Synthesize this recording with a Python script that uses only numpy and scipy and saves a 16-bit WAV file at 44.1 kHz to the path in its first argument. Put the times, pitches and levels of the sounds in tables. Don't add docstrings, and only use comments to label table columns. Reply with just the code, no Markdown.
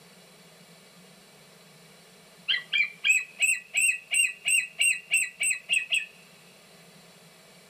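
import sys
import numpy as np
from scipy import signal
from scipy.fft import rfft, irfft
from scipy.io import wavfile
from scipy.ndimage import uniform_filter1d

SR = 44100
rng = np.random.default_rng(int(sys.argv[2]) if len(sys.argv) > 2 else 0)


def level_to_linear(level):
    exponent = np.asarray(level, float) / 20
    return 10 ** exponent


def unload_wav(signal):
    wavfile.write(
        sys.argv[1],
        SR,
        np.round(np.clip(np.atleast_2d(signal).T, -1, 1) * 32767).astype(np.int16),
    )


N = 339349
HZ = np.maximum(np.arange(rfft(np.zeros(N)).size) * SR / N, 1)

# f/Hz, density level/dB
SURF_SPECTRUM = [(18, -83), (30, -19.5), (108, -36), (143, -5.5), (172, 2.5), (305, -26.5), (386, -17),
                 (634, -14), (844, -16.5), (2270, -22.5), (2660, -20.5), (4140, -22.5), (6630, -29.5),
                 (10100, -23.5), (15300, -39.5)]
# f/Hz, density level/dB
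HISS_SPECTRUM = [(20, -35), (33, -5), (50, -4), (100, -4), (300, -17.5), (3000, -9), (15000, -14.5)]
# f/Hz, width/Hz, level/dB
ROOM_MODES = [(430, 120, 12), (639, 37, 8.7), (1119, 33, 5.6), (1206, 9.1, 13), (1415, 26, 1.8),
              (1617, 31, 1.8), (1754, 13.5, 15.4), (1890, 6.7, 1.1), (1950, 11, 12), (2035, 36, 12),
              (2286, 72, 17), (2554.6, 58, 9.2), (2838, 34.6, 13.7), (3192, 26, 2.5), (3402, 40, 11.8),
              (3790, 35, 1.6), (4038, 75, 11.7), (4060, 82, 11), (4488, 52, 18.4), (5500, 19, 2.3),
              (5230, 100, 11), (5572, 24, 16.3), (6020, 240, 9.6), (7180, 140, 4.1), (6879, 19, 4.2),
              (7650, 59, 6.2), (7180, 295, 14.2), (8337, 200, 3.7), (8125, 61, 4.2), (8170, 22, 1.1)]

# start t/s, length/s, from f/Hz, to f/Hz, level/dB
FIRST_OPENING = [
    (2.474, .061, 1194, 1695, -17),
]
FADING_OPENINGS = [
    (2.716, .038, 975, 1662, -16.5),
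    (3.03, 0.041, 642, 1715, -17.5),
]
BREAKING_OPENINGS = [(3.386, 0.035, 518.5, 839, -27), (3.734, 0.031, 523, 833, -26),
                     (4.104, 0.034, 527, 819, -27), (4.444, 0.034, 519, 852, -27),
                     (4.78, .032, 527.4, 835, -27.5), (5.1, 0.036, 551, 856, -26),
                     (5.395, 0.027, 519, 830, -27)]
CLIPPED_OPENINGS = [
    (5.684, 0.023, 472, 717, -33),
    (5.896, 0.0216, 487, 704, -35.5),
]
# share of the length/0-1, share of the climb/0-1, level/dB
FIRST_SHAPE = [(0, 0.0078, -52), (.26, .33, -6.5), (.59, .75, 1.5), (.79, .82, -6), (1, 1, -27)]
FADING_SHAPE = [(0, 0.066, -43.5), (0.401, .62, -14.5), (.62, .87, 0.2), (.8, .91, -7.5), (1, 0.99, -25.5)]
BREAKING_SHAPE = [(0, 0.016, -25), (.4, .55, -9.5), (.68, .66, -4.5), (.8, .86, -0.5), (1, 1, 1.6)]
CLIPPED_SHAPE = [(0, 0, -20), (.6, 0.933, 0.4), (1, 1, -7.5)]
# f/Hz, level/dB
THROAT = [(450, -29), (690, 0), (830, -26.5), (1150, 2), (1450, -22.5), (1650, -11), (2300, 7.5),
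          (3000, 5.5), (3600, -18.5), (4200, -20), (4800, -35), (5400, -28.5), (6500, -53.5), (9000, -66.5)]

# start t/s, length/s, from f/Hz, to f/Hz, level/dB
PIPES = [
    (2.53, 0.022, 2073, 1990, -27),
    (5.704, .029, 2515, 3415, -25),
    (5.916, .024, 2520, 3425, -23.5),
]
# share of the length/0-1, share of the leap/0-1, level/dB
PIPE_SHAPE = [(0, 0.0054, -10), (.36, 0.074, 0), (.64, 0.32, 4.8), (.76, .8, 3), (1.001, 0.9, -8.5)]
# t/s, f it breaks to/Hz, f it rests on/Hz, level/dB, last flick level/dB
CLOSINGS = [(2.547, 1960, 1967, -33.5, -42.5), (2.808, 2388, 2080, -28, -45.5),
            (3.169, 2310, 1987, -33, -50.5), (3.535, 2204, 1970, -33.5, -56.5),
            (3.903, 2180, 1985, -33.5, -63), (4.256, 2140, 1969, -34, -55), (4.59, 2300, 1990, -31, -62),
            (4.916, 2300, 2000, -31, -61), (5.226, 2300, 1996, -30.5, -55.5),
            (5.515, 2300, 2004, -30.5, -53), (5.782, 1975, 1874, -34, -58), (5.985, 1890, 1832, -35.5, -70)]
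# t after its start/s, pitch ratio, share of the way to the last flick/0-1, level/dB
DROP_SHAPE = [(.008, 1.02, 0.15, -3.5), (0.021, 0.989, 0.02, 1.5), (0.027, 0.97, 0.78, -9.5),
              (.03, 0.6, 0.95, 0), (0.045, 0.526, 0.94, -11.5)]

# start t/s, length/s, f of the dip/Hz, f of the arch top/Hz, level/dB
SOFT_WHISTLES = [
    (2.753, .054, 2341, 2420, -21.5),
    (3.068, .1, 2361, 2665, -21.5),
]
FULL_WHISTLES = [(3.421, 0.11, 2476, 2716, -21.5), (3.768, 0.13, 2454, 2763, -22),
                 (4.138, 0.11, 2630, 2789, -23.5), (4.478, 0.11, 2566, 2772, -24),
                 (4.812, 0.1, 2622, 2770, -22), (5.135, 0.093, 2643, 2725, -24),
                 (5.428, .086, 2634, 2720, -22)]
SHORT_WHISTLES = [
    (5.727, 0.0455, 2718, 2683, -20.5),
    (5.937, 0.0365, 2662, 2706, -22),
]
# f of the second/Hz, level/dB
SECOND = [(3300, -34), (3900, -17.5), (4250, -9), (4500, -36), (4800, -19.5), (5100, -40), (5450, -31.5),
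          (6200, -63.5)]
# f of the fundamental/Hz, level/dB
THIRD = [(2380, -83), (2460, -36.5), (2550, -32.5), (2650, -31), (2800, -27)]
# t/s, level/dB
FLICKS = [
    (2.782, -47),
    (3.082, -45),
]


def at_hz(points, hz):
    known_hz, level_db = np.array(points).T
    return np.interp(np.log(hz), np.log(known_hz), level_db)


def drift(rate_hz, size):
    r = np.exp(-2 * np.pi * rate_hz / SR)
    noise = rng.standard_normal(size + 4000)
    slow = signal.lfilter([1], [1, -2 * r, r * r], noise)[4000:]
    return slow / slow.std()


def coloured(spectrum):
    x = irfft(rfft(rng.standard_normal(N)) * level_to_linear(at_hz(spectrum, HZ)), N)
    return x / x.std()


def surf():
    return level_to_linear(-53.5) * coloured(SURF_SPECTRUM) * level_to_linear(0.25 * drift(1.7, size=N))


def ducking(loud, knee_db, ratio, release_db_s, attack_s):
    level_db = 10 * np.log10(uniform_filter1d(loud ** 2, 441) + 1e-12)
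    ramp = release_db_s * np.arange(N) / SR
    wanted_db = ratio * (level_db - knee_db)
    cut_db = np.maximum(np.maximum.accumulate(wanted_db + ramp) - ramp, 0)
    r = np.exp(-1 / (attack_s * SR))
    return level_to_linear(-signal.lfilter([1 - r], [1, -r], cut_db))


def masking(x, margin_db, up_db, down_db, fade_db_s):
    frame = dict(fs=SR, window="hann", nperseg=2048, noverlap=1536)
    hz, t, z = signal.stft(x, **frame)
    bark = 6 * np.arcsinh(hz / 600)
    band = np.floor(bark * 2).astype(int)
    numbers = np.arange(band.max() + 1)
    member = band == numbers[:, None]
    level_db = 10 * np.log10(member @ abs(z[0]) ** 2 + 1e-16)
    apart = (numbers[:, None] - numbers) / 2
    slope_db = np.where(apart > 0, up_db * apart, -down_db * apart)
    shadow_db = np.max(level_db[None] - slope_db[:, :, None], 1) - margin_db
    ramp = fade_db_s * t
    shadow_db = np.maximum.accumulate(shadow_db + ramp, axis=1) - ramp
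    kept = np.clip((level_db - shadow_db) / 2, 0.01, 1)
    kept[:2 * 14] = 1
    return signal.istft(z * kept[band], **frame)[1][:, :N]


def resonance(hz, width):
    return 1 / (1 + 1j * (HZ ** 2 - hz ** 2) / (HZ * width))


def loudspeaker(x, lift_db):
    response = 1 + sum(level_to_linear(level_db + lift_db) * resonance(hz, width) for hz, width, level_db in ROOM_MODES)
    response = response * (1 - 0.75 * resonance(6650, 1300))
    return level_to_linear(-3.5) * irfft(rfft(x) * response, N)


def echoes(x, t60, gap_s, low_hz, cut_hz):
    t = np.arange(round(2 * SR)) / SR
    spray = rng.choice([-1, 1], len(t)) * level_to_linear(-60 * t / t60) * np.clip(t / gap_s, 0, 1) ** 2
    b, a = signal.butter(1, [low_hz, cut_hz], "band", fs=SR)
    spray = signal.lfilter(b, a, spray / np.linalg.norm(spray))
    return signal.fftconvolve(x, spray)[:N]


def tails(bird):
    room = level_to_linear(-6) * echoes(bird, t60=0.18, gap_s=0.0034, low_hz=404, cut_hz=11200)
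    rocks = level_to_linear(-8) * echoes(bird, t60=0.26, gap_s=0.018, low_hz=1890, cut_hz=3440)
    cliffs = level_to_linear(-26) * echoes(bird, t60=3.3, gap_s=0.073, low_hz=2300, cut_hz=2900)
    return room + rocks + cliffs


def cracks():
    t = np.arange(N) / SR
    swell = np.zeros(N)
    for start_s, *_ in FULL_WHISTLES + SHORT_WHISTLES:
        swell += np.exp(-np.where(t < start_s, (start_s - t) / 0.012, (t - start_s) / 0.0029))
    band = signal.butter(2, [1400, 5030], "band", fs=SR, output="sos")
    air = signal.sosfilt(band, rng.standard_normal(N))
    return level_to_linear(-42.5 + 2.5 * drift(240, size=N)) * swell * air


def note(rows, jitter):
    s, hz, *levels = np.transpose(rows)
    t = np.arange(s[0] - 0.002, s[-1] + 0.0047, 1 / SR)
    pitch = uniform_filter1d(np.interp(t, s, hz), size=130)
    pitch = pitch * (1 + jitter * drift(250, size=8000)[:len(t)])
    phase = 2 * np.pi * np.cumsum(pitch) / SR
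    levels = [np.interp(t, s, column) for column in levels]
    edge = np.clip(np.minimum(t - t[0], t[-1] - t) / 0.0039, 0, 1)
    return round(t[0] * SR), pitch, phase, edge * level_to_linear(levels[0]), levels


def climbs(rows, shape):
    return [[(s + length * part, from_hz + (to_hz - from_hz) * way, level_db + swell_db)
             for part, way, swell_db in shape]
            for s, length, from_hz, to_hz, level_db in rows]


def closings():
    notes = []
    for s, from_hz, hz, level_db, flick_db in CLOSINGS:
        rows = [(s, from_hz, level_db)]
        for after, ratio, share, dip_db in DROP_SHAPE:
            rows.append((s + after, hz * ratio, level_db + share * (flick_db - level_db) + dip_db))
        notes.append(rows)
    return notes


def piped(notes, jitter):
    out = np.zeros(N)
    for rows in notes:
        at, pitch, phase, gain, _ = note(rows, jitter)
        second = level_to_linear(at_hz(SECOND, 2 * pitch))
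        out[at:at + len(gain)] += gain * (np.sin(phase) + second * np.sin(2 * phase))
    return out


def throaty(notes, jitter, breath_db, clean_hz):
    out, k = np.zeros(N), np.arange(1, 10)[:, None]
    band = signal.butter(4, [2000, 3500], "band", fs=SR, output="sos")
    for rows in notes:
        at, pitch, phase, gain, _ = note(rows, jitter)
        weights = level_to_linear(at_hz(THROAT, k * pitch))
        stack = np.sum(weights * np.sin(k * phase), 0) / np.sqrt(np.sum(weights ** 2, 0))
        breath = signal.sosfilt(band, rng.standard_normal(size=8000)[:len(gain)])
        breath = breath / (1 + (pitch / clean_hz) ** 4)
        out[at:at + len(gain)] += gain * (stack + level_to_linear(breath_db) * breath)
    return out


def openings():
    notes = climbs(FIRST_OPENING, FIRST_SHAPE) + climbs(CLIPPED_OPENINGS, CLIPPED_SHAPE)
    notes += climbs(FADING_OPENINGS, FADING_SHAPE) + climbs(BREAKING_OPENINGS, BREAKING_SHAPE)
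    return throaty(notes, jitter=0.021, breath_db=-5.5, clean_hz=1180)


def arch(s, length, dip_hz, top_hz, level_db, flutter,
         overshoots=1, rebound_share=0.597, late_s=0, loss_db=0):
    t = np.linspace(0, length, 60)
    overshoot_hz, overshoot_s, full_dip_s = 2776, 0.0029, 0.01295
    dip_s, fall_s = full_dip_s * overshoots, min(0.0371, 0.4 * length)
    since = np.maximum(t - dip_s, 0)
    rebound = 1 - np.exp(-since / 0.007)
    slow_rise = np.clip(since / max(length - fall_s - dip_s, 0.002), 0, 1)
    rise = rebound_share * rebound + (1 - rebound_share) * slow_rise
    sag = np.clip(1 - (length - t) / fall_s, 0, 1) ** 2.15
    hz = dip_hz + (top_hz - dip_hz) * rise - (top_hz - min(2490, 0.975 * top_hz)) * sag
    over = np.clip((full_dip_s - t) / (full_dip_s - overshoot_s), 0, 1)
    hz = hz + overshoots * (overshoot_hz - dip_hz) * over
    accent_db = 2 * np.exp(-t / 0.01)
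    first_db = level_db + accent_db + 3.5 * flutter[((s + t) * SR).astype(int)]
    asleep = np.minimum(np.exp(-(t - late_s) / 0.0039 * 2), 1)
    third_db = at_hz(THIRD, hz) - 6 * sag - 34 * asleep - loss_db * t / length
    flicks_db = [db - 9.4 * ((s + t - at) / 0.0022) ** 2 for at, db in FLICKS]
    third_db = np.max([third_db] + flicks_db, axis=0)
    return np.transpose([s + t, hz, first_db, third_db])


def arches():
    flutter = drift(35, size=N)
    soft = [arch(*w, flutter, overshoots=0, rebound_share=0.1, late_s=0.025) for w in SOFT_WHISTLES]
    full = [arch(*w, flutter) for w in FULL_WHISTLES]
    short = [arch(*w, flutter, late_s=0.0027, loss_db=9.5) for w in SHORT_WHISTLES]
    return soft + full + short


def whistles():
    low, bright = np.zeros((2, N))
    follows = 0.21
    for rows in arches():
        at, pitch, phase, gain, (level_db, third_db) = note(rows, jitter=0.0025)
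        rasp = 1 + 0.3 * drift(180, size=8000)[:len(gain)]
        second_db = at_hz(SECOND, 2 * pitch) + follows * np.maximum(third_db + 31, -25)
        second = rasp ** 2 * level_to_linear(second_db)
        low[at:at + len(gain)] += gain * (np.sin(phase) + second * np.sin(2 * phase))
        highest = level_to_linear(-22) * np.sin(4 * phase) + level_to_linear(-14) * np.sin(5 * phase)
        upper = np.sin(3 * phase) + rasp * level_to_linear(follows * (third_db + 26.5)) * highest
        bright[at:at + len(gain)] += gain * level_to_linear(third_db - level_db) * upper
    return low, level_to_linear(4) * bright


def scene():
    low, bright = whistles()
    pipes = piped(climbs(PIPES, PIPE_SHAPE) + closings(), jitter=0.017)
    bird = low + bright + openings() + pipes + cracks()
    gain = ducking(bright + level_to_linear(-9.5) * low, knee_db=-38, ratio=0.72, release_db_s=28.5, attack_s=0.0067)
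    heard = loudspeaker(bird + tails(bird) + surf() * gain, lift_db=-5)
    return (heard + level_to_linear(-64.5) * coloured(HISS_SPECTRUM))[None]


def low_pass(x):
    return signal.sosfilt(signal.butter(12, 15410, fs=SR, output="sos"), x)


def record(dry):
    cut = signal.sosfilt(signal.cheby2(12, 60, 16200, fs=SR, output="sos"), dry)
    cut = signal.sosfilt(signal.butter(3, 45, "high", fs=SR, output="sos"), cut)
    limited = cut * ducking(cut[0], knee_db=-22.5, ratio=0.37, release_db_s=407.5, attack_s=0.001)
    thinned = masking(limited, margin_db=21, up_db=14, down_db=24, fade_db_s=175)
    return low_pass(thinned)


dry = scene()
out = record(dry)
unload_wav(out)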